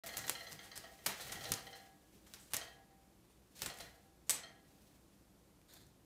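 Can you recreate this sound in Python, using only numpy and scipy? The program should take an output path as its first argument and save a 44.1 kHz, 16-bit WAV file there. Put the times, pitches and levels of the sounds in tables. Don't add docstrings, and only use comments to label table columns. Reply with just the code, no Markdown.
import sys
import numpy as np
from scipy import signal
from scipy.fft import rfft, irfft
from scipy.io import wavfile
from scipy.ndimage import uniform_filter1d, map_coordinates

SR = 44100
rng = np.random.default_rng(int(sys.argv[2]) if len(sys.argv) > 2 else 0)


def master(y):
    cut = np.clip(np.atleast_2d(y).T, -1, 1)
    pcm = np.round(cut * 32767)
    wavfile.write(sys.argv[1], SR, pcm.astype(np.int16))


def volts(x):
    e = np.asarray(x, float) / 20
    return 10 ** e


N = 266849
PATHS = 7
WALL_DELAY_S = 0.003


def unit(x):
    return x / np.sqrt(np.mean(x ** 2) + 1e-20)


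def along(points, hz):
    point_hz, value = np.transpose(points)
    return np.interp(np.log(hz + 1), np.log(point_hz + 1), value)


def wobble(rate_hz):
    knots = rng.standard_normal(int(N * rate_hz / SR) + 4)
    return map_coordinates(knots, [np.arange(N) * rate_hz / SR])


def noise(spectrum):
    hz = np.fft.rfftfreq(N, 1 / SR)
    return unit(irfft(rfft(rng.standard_normal(N)) * volts(along(spectrum, hz)), N))


def band(x, hz, width):
    edges_hz = np.clip([hz * (1 - width / 2), hz * (1 + width / 2)], 50, .45 * SR)
    return signal.lfilter(*signal.butter(1, edges_hz, "bandpass", fs=SR), x)


def add(track, start_s, piece):
    part = track[round(start_s * SR):][:len(piece)]
    part += piece[:len(part)]


def feather(blow, level_db, pitch_hz, body_db):
    bright = band(blow, pitch_hz, width=0.12) + volts(-5.5) * band(blow, 7840, width=1.05)
    body = band(blow, 2330, width=1.56)
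    return volts(level_db) * (bright + volts(body_db + 12.0) * body)


# start_s, first_peak_db, pitch_hz, body_db, tail_db
RAKES = [(0.171, -20.5, 7400, -25, -14.5), (0.1802, -24, 12100, -22, -17), (0.28, -29.5, 6030, -6.5, -11),
         (0.2965, -16.5, 7350, -15, -17), (0.5227, -37.5, 4900, -12, -19), (1.0617, -24, 9700, -5, -13),
         (1.0646, -17.5, 12500, -8.5, -11), (1.0668, -36, 1060, -32, -11),
         (1.3211, -33.5, 8600, -2.5, -12.5), (1.3241, -31, 6550, -12, -9), (1.44, -39, 5000, -4, -6),
         (1.5196, -15, 9100, -8, -18.5), (1.5387, -20, 6400, -19, -15), (2.338, -34.5, 3870, -7, -14.5),
         (2.5357, -20, 9150, -8, -15.5), (2.543, -18.5, 6700, -14.5, -11.5), (2.5674, -18, 6900, -14, -20),
         (3.6201, -22, 5600, -10.5, -14.5), (3.6612, -24, 7550, -6.5, -14), (3.806, -37, 4800, -0.5, -14.5),
         (4.2957, -13, 7850, -18, -9.5), (4.307, -12, 8050, -23.5, -11.5)]
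# start_s, peak_db, pitch_hz, tail_db
FEATHER_TIPS = [(0.0407, -39, 5300, -17), (0.063, -30.5, 11600, -25), (0.0705, -35, 6850, -7.5),
                (0.1691, -32, 9800, -18), (0.2681, -34, 12000, -8), (0.2826, -27, 3470, -20),
                (0.4966, -48, 11500, -6), (0.53, -33, 4700, -17), (0.7575, -40, 4700, -6),
                (0.777, -27.5, 4500, -12), (1.063, -21, 12300, -9), (1.1787, -44, 3800, -15),
                (1.2613, -48, 4000, -12.5), (1.3289, -34.5, 3480, -3), (1.4916, -36, 6370, -12),
                (2.3446, -43, 5500, -1.5), (2.5215, -43.5, 6600, -17), (2.5415, -41, 9700, -17),
                (3.592, -45, 2720, 0), (3.63, -39, 2560, 1), (3.740, -45, 11000, -6),
                (3.7742, -44, 7000, -8), (3.787, -39.5, 9950, -8), (5.736, -56.5, 12600, 6),
                (5.867, -53, 6000, -10), (5.616, -57, 2500, -14)]
TIP_BODY_DB = -15.5
QUILLS, QUILL_GAP_S, QUILL_LOSS_DB = 3, .002, 8.5
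QUILL_SCATTER = .15


def quills():
    chance = rng.standard_normal((len(RAKES), QUILLS, 2))
    contacts = []
    for (start_s, peak_db, pitch_hz, body_db, tail_db), row in zip(RAKES, chance):
        for k, (late, detune) in enumerate(row):
            quill_s = start_s + k * QUILL_GAP_S * (1 + .15 * late)
            quill_hz = pitch_hz * (1 + QUILL_SCATTER * detune * (k > 0))
            contacts.append((quill_s, peak_db - k * QUILL_LOSS_DB, quill_hz, body_db + 3 * k, tail_db + 2.3 * k))
    for start_s, peak_db, pitch_hz, tail_db in FEATHER_TIPS:
        contacts.append((start_s, peak_db, pitch_hz, TIP_BODY_DB, tail_db))
    return contacts


def snaps():
    near, far = np.zeros(N), np.zeros((PATHS, N))
    t = np.arange(SR // 20) / SR
    for k, (start_s, peak_db, pitch_hz, body_db, tail_db) in enumerate(quills()):
        white, later, sizes = rng.standard_normal((3, len(t)))
        crack = white * volts(-60 * t / 0.00052)
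        crack /= abs(feather(crack, 0, pitch_hz, body_db - 10)).max()
        spikes = volts(14 * uniform_filter1d(sizes, size=9)) * (1 - np.exp(-t / 0.00021))
        tail = later * spikes * volts(-60 * t / 0.054)
        scatter = feather(tail, peak_db + tail_db - 5.5, pitch_hz, body_db)
        add(near, start_s - .0002, feather(crack, peak_db + 1, pitch_hz, body_db - 4) + scatter)
        add(far[k % PATHS], start_s + WALL_DELAY_S, scatter)
    return near + volts(-4.0) * room(far)


# start_s, peak_db, pitch_hz, body_db, length_s
BAR_BRUSHES = [(0.0623, -26.5, 12500, -13, 0.023), (0.1824, -21.5, 5660, -14.5, 0.014),
               (0.2683, -37, 5450, -12, 0.012), (0.398, -38, 4130, -11, 0.015),
               (0.5147, -32, 4800, -9.5, 0.016), (0.5168, -47, 4740, -9, 0.0099),
               (0.631, -44, 8520, -5, 0.044), (0.7577, -27, 4800, -18, 0.024),
               (1.205, -24, 4140, -26, 0.025), (1.264, -43, 8150, 0, 0.022),
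               (1.4331, -37, 4100, -14, 0.025), (1.75, -54, 4200, 6, 0.018), (1.859, -54.5, 4470, 3, 0.014),
               (2.2645, -47.5, 6860, -3.5, 0.018), (2.397, -42, 7850, -27, 0.054),
               (3.298, -53, 9100, -13, 0.034), (3.5513, -40.5, 4260, -20, 0.14),
               (3.948, -53, 4260, -7, 0.022), (4.811, -54, 5680, -26, 0.035),
               (1.038, -41.5, 11000, -14, 0.033),
    (2.504, -43, 8400, -11, 0.042),
    (4.265, -48.5, 7000, -15, 0.096),
]


def brushes():
    near, far = np.zeros(N), np.zeros((PATHS, N))
    t = np.arange(SR // 5) / SR
    for k, (start_s, peak_db, pitch_hz, body_db, length_s) in enumerate(BAR_BRUSHES):
        white, sizes = rng.standard_normal((2, len(t)))
        swell = (1 - np.exp(-t / 0.0048)) * np.exp(-(t / np.clip(length_s, .004, .09)) ** 2)
        ticks = white * volts(3.6 * uniform_filter1d(sizes, size=9)) * swell
        brush = feather(ticks, peak_db - 15.5, pitch_hz, body_db + 0.5)
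        add(near, start_s - .0015, brush)
        add(far[k % PATHS], start_s + WALL_DELAY_S, brush)
    return near + volts(-5.5) * room(far)


def rings(modes, t, spread, blur):
    hz, level_db, t60_s = np.transpose(modes)[:, :, None]
    size, shift, phase = rng.standard_normal((3, len(modes), 1))
    wander = blur * np.cumsum(rng.standard_normal((len(modes), len(t))), axis=1)
    decay = volts(level_db + 0.78 * size - 60 * t / t60_s)
    return decay * np.sin(2 * np.pi * (hz * (1 + spread * shift) * t + phase + wander))


def reach(modes, low_db, high_db):
    hz = np.array(modes)[:, :1]
    return volts(np.where(hz < 1000, low_db, np.where(hz > 2500, high_db, 0)))


# start_s, peak_db, low_modes_db, high_modes_db
DOOR_KNOCKS = [(0.0363, -44, -14, -11.5), (0.0897, -42, -17, -9), (0.1384, -43.5, -11.5, -4.5),
               (0.191, -45, -9.5, -6), (0.2404, -44, -9.5, -5), (0.3521, -44.5, -17, -1.5),
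               (0.4084, -46, -13, -7), (0.4684, -45.5, -12, -2), (0.5914, -46, -14, -5),
               (0.7154, -46.5, -11.5, -5.5), (0.8385, -48, -8.5, -5), (1.1984, -45.5, -12, -6.5),
               (1.2945, -45.5, -9.5, -2.5), (1.3553, -45, -12, -5.5), (1.4097, -45, -10, -3),
               (1.4544, -44.5, -0.5, 2), (1.5744, -49.5, -4, -2), (1.6681, -48, -7, -3),
               (1.7294, -47.5, -15, -3.5), (1.7994, -58, -3, -7.5), (2.5681, -48, -5.5, 3.5),
               (2.6135, -48, -9.5, 0.5), (2.6768, -54.5, -5.5, -5.5), (2.7594, -66.5, 0, -14),
               (3.6995, -48, -5.5, -1), (3.8008, -50.5, -8, -0.5), (3.8651, -59, -15, -8),
               (4.3794, -48.5, -13, -7), (4.4344, -50, -12, -0.5), (4.4962, -57, -9, -18),
               (0.9892, -57, -9, -6),
    (2.9094, -68, 1.5, -18),
    (3.9135, -66, 2, -16),
    (4.6493, -70, -16, -12),
]
# pitch_hz, level_db, t60_s
WIRE_MODES = [(478, -1.5, 0.87), (676, -5.5, 1.07), (781, 0, 1.67), (1665, -6.5, 1.5), (1879, 5, 0.35),
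              (1925, -17, 0.18)]
# pitch_hz, level_db, t60_s
DOOR_MODES = [(682, -5.5, 0.12), (730, -7.5, 0.074), (1342, -7.5, 0.11), (1907, -3.5, 0.12),
              (2060, -2, 0.048), (2053, -13, 0.073), (3066, -6, 0.049), (3223, -6, 0.054),
              (3222, -3.5, 0.041), (4140, -3, 0.064), (4200, -10.5, 0.049), (4624, -7, 0.049),
              (5470, -8, 0.029), (6260, -8, 0.05)]


def cage():
    near, far = np.zeros(N), np.zeros((PATHS, N))
    t = np.arange(SR * 2 // 3) / SR
    door_t = t[:SR // 8]
    wire_swell = (1 - np.exp(-t / 0.0055)) * np.cos(np.pi / 2 * t / t[-1])
    for k, (start_s, peak_db, low_db, high_db) in enumerate(DOOR_KNOCKS):
        chatter = rng.standard_normal(2000) ** 3 * volts(-25.5 - 60 * t[:2000] / .05)
        chatter[0] = 4
        panel = reach(DOOR_MODES, low_db / 2 + 5.5, high_db + 6.0) * rings(DOOR_MODES, door_t, .006, .016)
        panel = panel.sum(0) * (1 - np.exp(-door_t / 0.00093))
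        door = signal.fftconvolve(panel, chatter / np.linalg.norm(chatter))
        wires = reach(WIRE_MODES, low_db + 6.0, high_db + 4.0) * rings(WIRE_MODES, t, .0006, .004)
        add(near, start_s - .001, volts(peak_db - 3.0) * door)
        add(far[k % PATHS], start_s + WALL_DELAY_S, volts(peak_db - 7) * door)
        add(near, start_s, volts(peak_db - 15.5) * wires.sum(0) * wire_swell)
    return near + room(far)


# pitch_hz, width_hz, level_db
BAR_MODES = [(680, 250, 4.5), (1680, 730, 0), (3670, 450, 3), (4170, 500, 1), (6700, 650, -3),
             (8250, 380, -7), (9700, 130, -24), (11100, 160, 0), (13500, 250, -9)]
SLIDE_S, SLIDE_HOLD_S, SLIDE_DB = 5.692, 0.078, -61.5
GRIP_DB_PER_S, PRESS_DB_PER_S, SLIP_DB_PER_S = 1100, 35, 152


def claw():
    f = np.fft.rfftfreq(N, 1 / SR)
    bar = volts(-24)
    for pitch_hz, width_hz, level_db in BAR_MODES:
        mode = 1j * f / (pitch_hz * pitch_hz - f * f + 1j * f * width_hz) * width_hz
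        bar = bar + volts(level_db) * mode
    grains = rng.standard_normal(N) * volts(2.5 * wobble(400) + 1.2 * wobble(60))
    t = np.arange(N) / SR - SLIDE_S
    press_db = PRESS_DB_PER_S * np.minimum(t - SLIDE_HOLD_S, 0)
    edge_db = np.minimum(GRIP_DB_PER_S * t, SLIP_DB_PER_S * (SLIDE_HOLD_S - t))
    slide_db = SLIDE_DB + press_db + np.minimum(0, edge_db)
    return volts(slide_db) * unit(irfft(rfft(grains) * bar, N))


# freq_hz, density_db
SWISH_SPECTRUM = [(290, -46), (500, 0.5), (1180, -18), (1740, -7.5), (1930, -11.5), (2160, -8), (7860, -10),
                  (9490, -12), (16000, -13)]
# freq_hz, density_db
PUSH_SPECTRUM = [(30, -5), (65, -5.5), (130, 2), (220, -6), (450, -10), (900, -42)]
# time_s, effort_db
WING_EFFORT = [(0.03, -59), (0.35, -58.5), (0.7, -65.5), (1.0, -66.5), (1.2, -61.5), (1.5, -55.5),
               (1.85, -69), (1.95, -77), (2.3, -73.5), (2.65, -66), (2.85, -81.5), (3.5, -81), (3.58, -61),
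               (3.9, -71.5), (4.15, -80), (4.6, -86), (4.8, -74.5), (5.3, -86)]
# peak_s, swish_db, push_db, length_s
WING_STROKES = [(0.08, -62, -59, 0.031), (0.19, -68, -57, 0.043), (0.296, -46, -51, .025),
                (0.535, -77, -58, 0.07), (0.78, -76, -57.5, 0.018), (1.075, -55, -47, 0.025),
                (1.23, -53, -76, 0.066), (1.276, -50, -56, 0.038), (1.356, -72, -48.5, 0.039),
                (1.52, -71, -41.5, 0.026), (2.155, -68, -60, 0.026), (2.323, -63.5, -65, 0.058),
                (2.548, -72, -48, 0.023), (2.627, -68, -81, 0.023), (3.633, -42, -45.5, 0.022),
                (3.67, -64, -48.5, 0.016), (3.804, -57, -52, 0.039), (4.32, -86, -58, 0.1),
                (4.687, -68, -70, .03), (4.868, -75, -72, 0.14), (5.82, -81, -57.5, 0.062)]
STIR_DB = -10
RECOVERY = 2.2


def wings():
    now = np.arange(N) / SR
    swish = unit(noise(SWISH_SPECTRUM) * volts(1.73 * wobble(60) + 1.1 * wobble(900)))
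    push = unit(noise(PUSH_SPECTRUM) * volts(1.46 * wobble(25.12)))
    rub = volts(np.interp(now, *np.transpose(WING_EFFORT)) + 0.5 * wobble(13))
    air = volts(STIR_DB) * rub
    for peak_s, swish_db, push_db, length_s in WING_STROKES:
        fade_s = np.where(now < peak_s, length_s / 2, length_s / 2 * RECOVERY)
        swell = np.exp(-abs(now - peak_s) / fade_s)
        rub = rub + volts(swish_db - 5.0) * swell
        air = air + volts(push_db - 4.5) * swell
    return swish * rub + push * air


# freq_hz, t60_s
WALL_DECAY = [(200, 0.58), (800, 0.48), (2000, 0.47), (6000, 0.32), (15000, 0.19)]


def room(paths):
    hz, t, z = signal.stft(rng.standard_normal((PATHS, SR // 2)), SR, nperseg=256)
    decay = volts(-60 * t / along(WALL_DECAY, hz)[:, None])
    tail = signal.istft(z * decay, SR, nperseg=256)[1]
    tail *= 1 - np.exp(-np.arange(tail.shape[1]) / SR / 0.0077)
    tail /= np.linalg.norm(tail, axis=1, keepdims=True)
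    return signal.fftconvolve(paths, tail, axes=1).sum(0)[:N]


# freq_hz, density_db
QUIET_SPECTRUM = [(15, -49), (25, -8.5), (55, -7.5), (172, -6), (202, -0.5), (232, -12), (304, -4.5),
                  (399, -13), (483, -14), (1430, -24), (1680, -26), (2900, -28), (12600, -30.5),
                  (15200, -36.5), (16500, -46)]
# pitch_hz, rms_db
HUM_TONES = [(60, -76.5), (200, -97)]
QUIET_DB = -66


def room_tone():
    now = np.arange(N) / SR
    hum = np.zeros(N)
    for pitch_hz, rms_db in HUM_TONES:
        hum += volts(rms_db + 3 + 2.7 * wobble(8.5)) * np.sin(2 * np.pi * pitch_hz * now)
    return volts(QUIET_DB - 1.23 + 0.46 * wobble(2.8)) * noise(QUIET_SPECTRUM) + hum


def scene():
    return (snaps() + brushes() + cage() + claw() + wings() + room_tone())[None]


def low_pass(x):
    return signal.sosfilt(signal.butter(12, 16990, fs=SR, output="sos"), x)


# freq_hz, gain_db
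MIC_RESPONSE = [(15, -33), (30, -9), (38, -0.5), (15400, 0), (15900, -20), (16900, -27)]
START_S = .0362


def record(dry):
    response = volts(along(MIC_RESPONSE, np.fft.rfftfreq(N, 1 / SR)))
    heard = irfft(rfft(dry) * response, N)
    return low_pass(heard * (np.arange(N) / SR > START_S))


dry = scene()
out = record(dry)
master(out)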